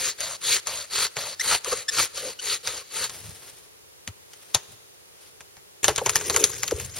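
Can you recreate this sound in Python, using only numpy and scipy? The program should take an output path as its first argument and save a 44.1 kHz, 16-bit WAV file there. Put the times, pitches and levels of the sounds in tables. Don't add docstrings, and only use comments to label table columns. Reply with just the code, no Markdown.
import sys
import numpy as np
from scipy import signal
from scipy.fft import rfft, irfft, next_fast_len
from scipy.io import wavfile
from scipy.ndimage import uniform_filter1d

SR = 44100
rng = np.random.default_rng(int(sys.argv[2]) if len(sys.argv) > 2 else 0)


def transcribe(signal):
    frames = np.atleast_2d(signal).T
    limited = np.clip(frames, -1, 1)
    pcm = np.round(limited * 32767).astype(np.int16)
    wavfile.write(sys.argv[1], SR, pcm)


N = 308259
TIME = np.arange(N) / SR

# frequency_hz, relative_density_db (per Hz)
RASP_SPECTRUM = [(700, -25), (1400, -3.5), (2000, -0.5), (3300, 0.5), (4400, 2), (5500, -1.5), (7000, 6),
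                 (9600, -6), (11000, -6), (13500, -19), (16000, -18.5)]
# frequency_hz, relative_density_db (per Hz)
SNAP_SPECTRUM = [(250, -21), (600, -9.5), (1100, -0.5), (2200, 1), (4200, 0), (5500, -0.5), (6800, 8),
                 (8400, -3.5), (9800, 2.5), (13000, -16), (16000, -22)]
# frequency_hz, relative_density_db (per Hz)
THUMP_SPECTRUM = [(20, -11), (45, -18), (75, 1.5), (125, 2), (200, -14.5), (400, -35), (1500, -50)]


def from_db(db):
    return 10 ** (np.asarray(db) / 20)


def rms_one(x):
    return x / np.sqrt(np.mean(x ** 2) + 1e-20)


def at_hz(points, hz):
    frequency_hz, value = np.transpose(points)
    return np.interp(np.log(np.maximum(hz, 1)), np.log(frequency_hz), value)


def colour(x, spectrum, size=4096):
    gain = from_db(at_hz(spectrum, np.fft.rfftfreq(size, 1 / SR)))
    cepstrum = irfft(np.log(gain))
    cepstrum[1:size // 2] *= 2
    cepstrum[size // 2 + 1:] = 0
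    response = irfft(np.exp(rfft(cepstrum)))
    return signal.oaconvolve(x, response / np.linalg.norm(response))[:N]


def resonance(x, hz, width_hz):
    r = np.exp(-np.pi * width_hz / SR)
    feed = np.array([1, 0, -1]) * (1 - r * r) / 2
    return signal.lfilter(feed, [1, -2 * r * np.cos(2 * np.pi * hz / SR), r * r], x)


def drift(rate):
    knots = rng.standard_normal(N // 8)
    return rms_one(np.interp(TIME * rate, np.arange(len(knots)), knots))


def noise():
    return rng.standard_normal(N)


def grains(per_s, spread_db):
    born = rng.random(N) < per_s / SR
    sign = rng.choice([-1, 1], N)
    return rms_one(born * sign * from_db(spread_db * np.clip(noise(), -2, 2)))


def dying(power, t60):
    return np.sqrt(signal.lfilter([1], [1, -from_db(-120 / (t60 * SR))], power + 1e-18))


def blows(times, level_db):
    index = np.clip(np.ravel(times) * SR, 0, N - 1).astype(int)
    return np.bincount(index, np.ravel(from_db(level_db) ** 2), N)


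def even(x, window_s):
    return x / np.sqrt(uniform_filter1d(x * x, max(int(window_s * SR), 2)) + 1e-9)


def swell(middle_s, half_s):
    return np.exp(-np.minimum(((TIME - middle_s) / half_s) ** 2, 50))


def shifting(x, patchy_db, rate, count=14):
    centres = np.geomspace(900, 12000, count)
    depth = from_db(patchy_db) - 1
    return x + sum(depth * drift(rate) * resonance(x, hz, hz / 6) for hz in centres)


def trunk_ring(hz, width_hz):
    lowpass = signal.butter(2, width_hz / 2, fs=SR, output="sos")
    wander = signal.sosfilt(lowpass, noise() + 1j * noise())
    phase = 2 * np.pi * np.cumsum(np.broadcast_to(hz, N)) / SR
    return even(np.real(wander * np.exp(1j * phase)), window_s=0.047)


def saw(top_teeth_per_s=380, tooth_db=1.6, knot_db=1.0):
    # start_s, end_s, force_db
    strokes = [(-0.11, 0.14, -1.5), (0.18, 0.372, 0.5), (0.402, 0.61, 1), (0.655, 0.858, -0.5),
               (0.895, 1.092, 1), (1.155, 1.352, 1), (1.39, 1.595, 1), (1.635, 1.838, 0.5),
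               (1.885, 2.085, -1), (2.135, 2.34, -1), (2.393, 2.587, -3.5), (2.63, 2.832, -1),
               (2.9, 3.09, -3.5)]
    # hardest_at (share of stroke), swell_db, roundness (exponent),
    # then relative levels rasp_db, deep_bite_db, trunk_db
    push = (0.79, 8, 1.15, -24.5, -36, -37.5)
    pull = (.2, 5.5, 0.52, -35, -41.5, -41.5)
    # middle_s, half_length_s, rasp_change_db, deep_bite_change_db
    surges = [(0.53, 0.023, 5, -3), (1.526, 0.045, 3, 11), (1.725, 0.011, 8, 16.5), (1.994, 0.02, 5.5, 15),
              (2.52, 0.023, 4, -5)]
    # frequency_hz, width_hz, level_db
    steel_modes = [(2600, 100, -64), (4025, 116, -0.5), (4516, 157, 2), (5460, 43, -9.5), (9740, 430, 10)]
    # frequency_hz, relative_density_db (per Hz)
    bite_spectrum = [(30, -8.5), (100, 0), (280, -12.5), (700, -4), (1200, 2), (1700, -3.5), (2800, -10.5),
                     (6000, -35)]
    bear_down_s = 0.038
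    force_to_trunk, surge_to_trunk = 0.4, 0.11
    push_hz, pull_hz, pull_sag_hz_per_s = 467, 615, 45
    rest_db = -57

    speed, rasp, bite, trunk, centre_hz = np.zeros((5, N))
    rasp_surge_db = sum(db * swell(s, half) for s, half, db, _ in surges)
    bite_surge_db = sum(db * swell(s, half) for s, half, _, db in surges)
    for k, (start, end, force_db) in enumerate(strokes):
        is_pull = k % 2 == 1
        hardest, swell_db, roundness, rasp_db, bite_db, trunk_db = pull if is_pull else push
        along = np.clip((TIME - start) / (end - start), 0, 1)
        moving = np.maximum(np.sin(np.pi * along), 0) ** roundness
        away_s = abs(TIME - start - hardest * (end - start))
        easing_db = -swell_db * (1 - np.exp(-away_s / bear_down_s))
        speed += moving
        rasp += moving * from_db(rasp_db + force_db + easing_db + rasp_surge_db)
        bite += moving * from_db(bite_db + force_db + easing_db + bite_surge_db)
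        trunk_force_db = force_to_trunk * force_db + surge_to_trunk * bite_surge_db
        trunk += moving * from_db(trunk_db + trunk_force_db + easing_db)
        centre_hz[TIME >= start] = pull_hz - pull_sag_hz_per_s * start if is_pull else push_hz
    rasp += from_db(rest_db) * (TIME < strokes[-1][1])

    teeth = np.cumsum(top_teeth_per_s * speed * (1 + 0.1972 * drift(200))) / SR
    grip = rms_one(from_db(tooth_db * np.cos(2 * np.pi * teeth) + knot_db * drift(160)))
    chips = grip * grains(per_s=9000, spread_db=-0.5)
    steel = sum(from_db(db) * resonance(chips, hz, width) for hz, width, db in steel_modes)
    clumps = from_db(1.0 * drift(120))
    ripping = shifting(colour(chips + steel, RASP_SPECTRUM), patchy_db=2.0, rate=33)
    gouges = colour(grip * grains(per_s=2000, spread_db=5.0), bite_spectrum)
    digging = clumps * shifting(gouges, patchy_db=4.5, rate=30)
    ringing = trunk_ring(centre_hz, width_hz=145)
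    return from_db(3.5) * rasp * ripping + from_db(1.0) * bite * digging + from_db(-0.5) * trunk * ringing


def squeaks(jitter=0.043, rough_db=2, scrape_db=-5):
    # start_s, length_s, pitch_hz, relative_level_db
    chirps = [(1.395, .012, 1840, -28.5), (1.406, 0.015, 2010, -28), (1.88, 0.023, 1764, -27),
              (2.388, 0.019, 1500, -41)]
    # frequency_hz, gain_db
    partial_gain = [(1450, -4), (1800, 0), (3000, 7.5), (3800, -7), (5400, 3), (7500, 0.5), (12000, -18)]
    rise = 0.1

    out, scrape = np.zeros((2, N))
    waver = 1 + jitter * drift(1800)
    partial_flutter = [np.tanh(drift(500)) for partial in range(6)]
    for start, length, hz, level_db in chirps:
        on = (TIME > start) & (TIME < start + length)
        along = (TIME[on] - start) / length
        climb = 1 + rise * (np.sqrt(along) - 2 / 3)
        phase = 2 * np.pi * np.cumsum(hz * climb * waver[on]) / SR
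        partials = 0
        for k, flutter in enumerate(partial_flutter, 1):
            gain_db = at_hz(partial_gain, k * hz) + rough_db * flutter[on]
            partials += from_db(gain_db) * np.sin(k * phase)
        envelope = np.sin(np.pi * along)
        out[on] += from_db(level_db) * np.sqrt(2) * envelope * partials
        scrape[on] = from_db(level_db + scrape_db) * envelope
    return out + scrape * colour(noise(), RASP_SPECTRUM)


def snaps(rows, snap_t60=0.0051, follow_gap_s=.0036, follow_db=-8, fade_db=4, tail_db=-21, tail_t60=0.12,
          wood_t60=0.089, thump_t60=.11, lead_db=-12, lead_t60=0.013, count=3):
    # frequency_hz, relative_density_db (per Hz)
    wood_spectrum = [(120, -4.5), (280, -25.5), (420, 3.5), (680, -1.5), (950, 3), (1400, -5), (3000, -10),
                     (8000, -65)]
    full_thump_db, thump_follows = -26, 0.76
    thick_dulls, usual_wood_db = 0.19, -20.5

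    s, peak_db, wood_db = np.transpose(rows)
    thump_db = full_thump_db + thump_follows * wood_db
    chance = rng.random((len(s), 2, count))
    later = s[:, None] + np.cumsum(follow_gap_s * (.5 + chance[:, 0]), axis=1)
    weaker = peak_db[:, None] + follow_db - fade_db * np.arange(count) + 6 * (chance[:, 1] - .5)
    first = blows(s, peak_db)
    lead_in = from_db(lead_db) * dying(first[::-1], lead_t60)[::-1]
    debris = from_db(tail_db + 0.93 * drift(500)) * dying(first, tail_t60)
    burst = dying(first + blows(later, weaker), snap_t60) + lead_in + debris

    fibres = colour(burst * even(noise(), window_s=0.00061), SNAP_SPECTRUM)
    crack = from_db(-0.5) * shifting(fibres, patchy_db=2.5, rate=50)
    dull = signal.sosfilt(signal.butter(1, 3500, fs=SR, output="sos"), crack)
    thickness = from_db(thick_dulls * np.interp(TIME, s, wood_db - peak_db - usual_wood_db))
    wood_noise = even(colour(noise(), wood_spectrum), window_s=0.008)
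    wood = from_db(-3.0) * dying(blows(s + 0.00062, wood_db), wood_t60) * wood_noise
    thump_noise = even(colour(noise(), THUMP_SPECTRUM), window_s=0.031)
    thump = from_db(5) * dying(blows(s + 0.0025, thump_db), thump_t60) * thump_noise
    return dull * thickness + (crack - dull) / thickness + wood + thump


def tearing(groan_hz=440, thinness=0.48):
    # time_s, relative_level_db
    giving_way = [(5.83, -30.5), (5.888, -45), (6.006, -51), (6.056, -43), (6.156, -37), (6.292, -38.5),
                  (6.534, -36), (6.77, -48), (6.99, -48)]
    # letting_go_s, build_s, relative_level_db
    heaves = [(5.91, 0.021, -31.5), (6.04, 0.021, -43), (6.439, 0.1, -26), (6.79, 0.041, -35.5)]
    let_go_s = 0.015
    rumble_db, rumble_follows = -39.5, 0.24

    time_s, level_db = np.transpose(giving_way)
    splinters = from_db(np.interp(TIME, time_s, level_db, left=-120, right=-120))
    groan = 0
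    for s, build, db in heaves:
        groan += from_db(db) * np.exp(np.minimum((TIME - s) / build, (s - TIME) / let_go_s))
    rumble = from_db(rumble_db) * splinters ** rumble_follows * (TIME > giving_way[0][0])
    clumps = grains(per_s=3000, spread_db=3.5) * from_db(1.8 * drift(180))
    clumps = rms_one(signal.lfilter([1, -thinness], [1], clumps))
    parting = shifting(colour(clumps, SNAP_SPECTRUM), patchy_db=4.0, rate=60)
    parting_level = from_db(5.0) * splinters + from_db(-5) * groan
    groan_level = from_db(-1) * groan + from_db(-11) * splinters
    roots = rumble * even(colour(noise(), THUMP_SPECTRUM), window_s=0.048)
    return parting_level * parting + groan_level * trunk_ring(groan_hz, width_hz=128) + roots


def knocks(roughness=.12):
    # start_s, length_s, pitch_hz, level_db
    jolts = [(1.657, 0.011, 1150, -30), (1.672, 0.018, 490, -27), (1.721, 0.024, 475, -20.5),
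             (2.22, 0.09, 514, -32.5), (4.076, .015, 230, -39), (4.079, 0.039, 99, -35),
             (4.548, 0.028, 114.6, -33), (5.881, 0.017, 905, -20.5), (6.013, 0.0094, 884, -25),
             (6.014, 0.019, 499, -23), (6.719, 0.014, 449.5, -14.5), (6.733, 0.035, 85, -27)]
    out, waver = np.zeros(N), 1 + roughness * drift(700)
    for start, length, hz, level_db in jolts:
        swing = np.sin(np.pi * np.clip((TIME - start) / length, 0, 1))
        out += from_db(level_db) * swing * np.sin(2 * np.pi * hz * np.cumsum(waver) / SR)
    return out


def steps():
    # middle_s, half_length_s, relative_crunch_db, tread_db
    footfalls = [(3.149, 0.094, -44.5, -57), (3.278, 0.051, -55.5, -44), (3.44, 0.19, -48.5, -66),
                 (4.51, 0.2, -53.5, -74), (4.723, 0.031, -56, -52.5), (5.242, 0.067, -53.5, -78),
                 (6.835, 0.072, -44, -40.5), (6.99, 0.033, -35.5, -52)]
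    # frequency_hz, relative_density_db (per Hz)
    crunch_spectrum = [(100, -16), (450, 4.5), (800, -1.5), (2000, 0), (6500, 1.5), (10000, 5),
                       (14000, -12)]
    crunch = sum(from_db(db) * swell(s, half) for s, half, db, _ in footfalls)
    tread = sum(from_db(db) * swell(s, half) for s, half, _, db in footfalls)
    grit = rms_one(grains(per_s=3000, spread_db=1) * from_db(2.2 * drift(60)))
    soft = even(colour(noise(), THUMP_SPECTRUM), window_s=0.047)
    return from_db(2.5) * crunch * colour(grit, crunch_spectrum) + tread * soft


def ports(x, scatter_db):
    # frequency_hz, left_lead_rad
    port_phase = [(4000, 0), (5100, .4), (6200, 1.1), (6950, 3.2), (8100, 3.5), (8650, 1.1), (9400, 1.9),
                  (10200, 3.9), (11500, 6), (16000, 6.2)]
    # frequency_hz, left_minus_right_db
    port_balance = [(450, 1.8), (1000, 0), (4200, 0), (6000, 4), (6900, 6), (7700, 2), (8400, -4),
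                    (9400, 7), (10400, 1), (12000, 0)]
    # frequency_hz, share_db
    port_scatter = [(150, -12), (450, -19), (1200, -25), (3500, -21), (6000, -11), (16000, -8)]
    size = next_fast_len(N + SR)
    hz = np.fft.rfftfreq(size, 1 / SR)
    direct = rfft(x, size)
    scatter = 1j * from_db(scatter_db + at_hz(port_scatter, hz)) * rfft(x * drift(200), size)
    tilt = from_db(at_hz(port_balance, hz))
    left = tilt * (direct + scatter)
    right = (direct - scatter) * np.exp(-1j * at_hz(port_phase, hz))
    same_power = np.sqrt(2 / (1 + tilt ** 2))
    return irfft(np.array([left, right]) * same_power, size)[:, :N]


def trees(x, echo_db=-27, t60=1.0, build_s=0.005):
    t = TIME[:SR]
    tail = rng.standard_normal((2, SR)) * from_db(-60 * t / t60) * (1 - np.exp(-t / build_s))
    tail = signal.sosfilt(signal.butter(1, [200, 3000], "band", fs=SR, output="sos"), tail)
    tail /= np.linalg.norm(tail, axis=1, keepdims=True)
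    return from_db(echo_db) * signal.oaconvolve(x[None], tail, axes=1)[:, :N]


def hiss(level_db=-56, side_db=4.5):
    # frequency_hz, relative_density_db (per Hz)
    hiss_spectrum = [(20, -10), (90, 8), (250, -4), (420, 9), (650, 0), (1500, -2), (5000, -3.5),
                     (10000, -3), (16000, -10)]
    mid = colour(noise(), hiss_spectrum)
    side = from_db(side_db) * colour(noise(), hiss_spectrum)
    return from_db(level_db) * np.array([mid + side, mid - side])


def scene():
    # time_s, relative_peak_db, relative_wood_db
    catch_rows = [(0.2058, -15.5, -45), (0.6712, -10, -29), (1.1681, -12, -23.5), (1.6461, -17.5, -50),
                  (2.6738, -7.5, -30), (3.0963, -19.5, -37)]
    # time_s, relative_peak_db, relative_wood_db
    crack_rows = [(4.0766, -19.5, -38), (4.3341, -30.5, -66), (4.5472, -2, -20.5), (5.4069, -31, -45),
                  (5.5684, -36.5, -47.5), (5.8441, -2.5, -27), (5.882, -1, -11.5), (5.9612, -15, -48),
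                  (5.9807, -10.5, -20), (6.0617, -7, -17), (6.0948, -8, -28.5), (6.1574, -0.5, -22.5),
                  (6.212, -16.5, -35), (6.2986, -8.5, -21.5), (6.345, -16, -27), (6.3632, -3.5, -20.5),
                  (6.441, 0, -39), (6.6333, -9.5, -31), (6.6796, -13.5, -48), (6.7111, -15, -30.5),
                  (6.7997, -19, -40)]
    catches = snaps(catch_rows, snap_t60=0.0071, lead_db=-15.5, lead_t60=0.026, wood_t60=0.13)
    one_spot = saw() + squeaks() + from_db(-4) * catches + knocks()
    spread = steps() + snaps(crack_rows) + tearing()
    heard = ports(one_spot, scatter_db=-1.5) + ports(spread, scatter_db=3)
    return heard + trees(one_spot + spread) + hiss()


def record(dry):
    notch_hz, notch_width_hz, cutoff_hz = 7870, 420, 15900
    thinned = signal.sosfilt(signal.butter(1, 35, "high", fs=SR, output="sos"), dry)
    notched = thinned - resonance(thinned, notch_hz, notch_width_hz)
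    rounded = np.tanh(notched)
    return signal.sosfilt(signal.ellip(10, .2, 80, cutoff_hz, fs=SR, output="sos"), rounded)


dry = scene()
out = record(dry)
transcribe(out)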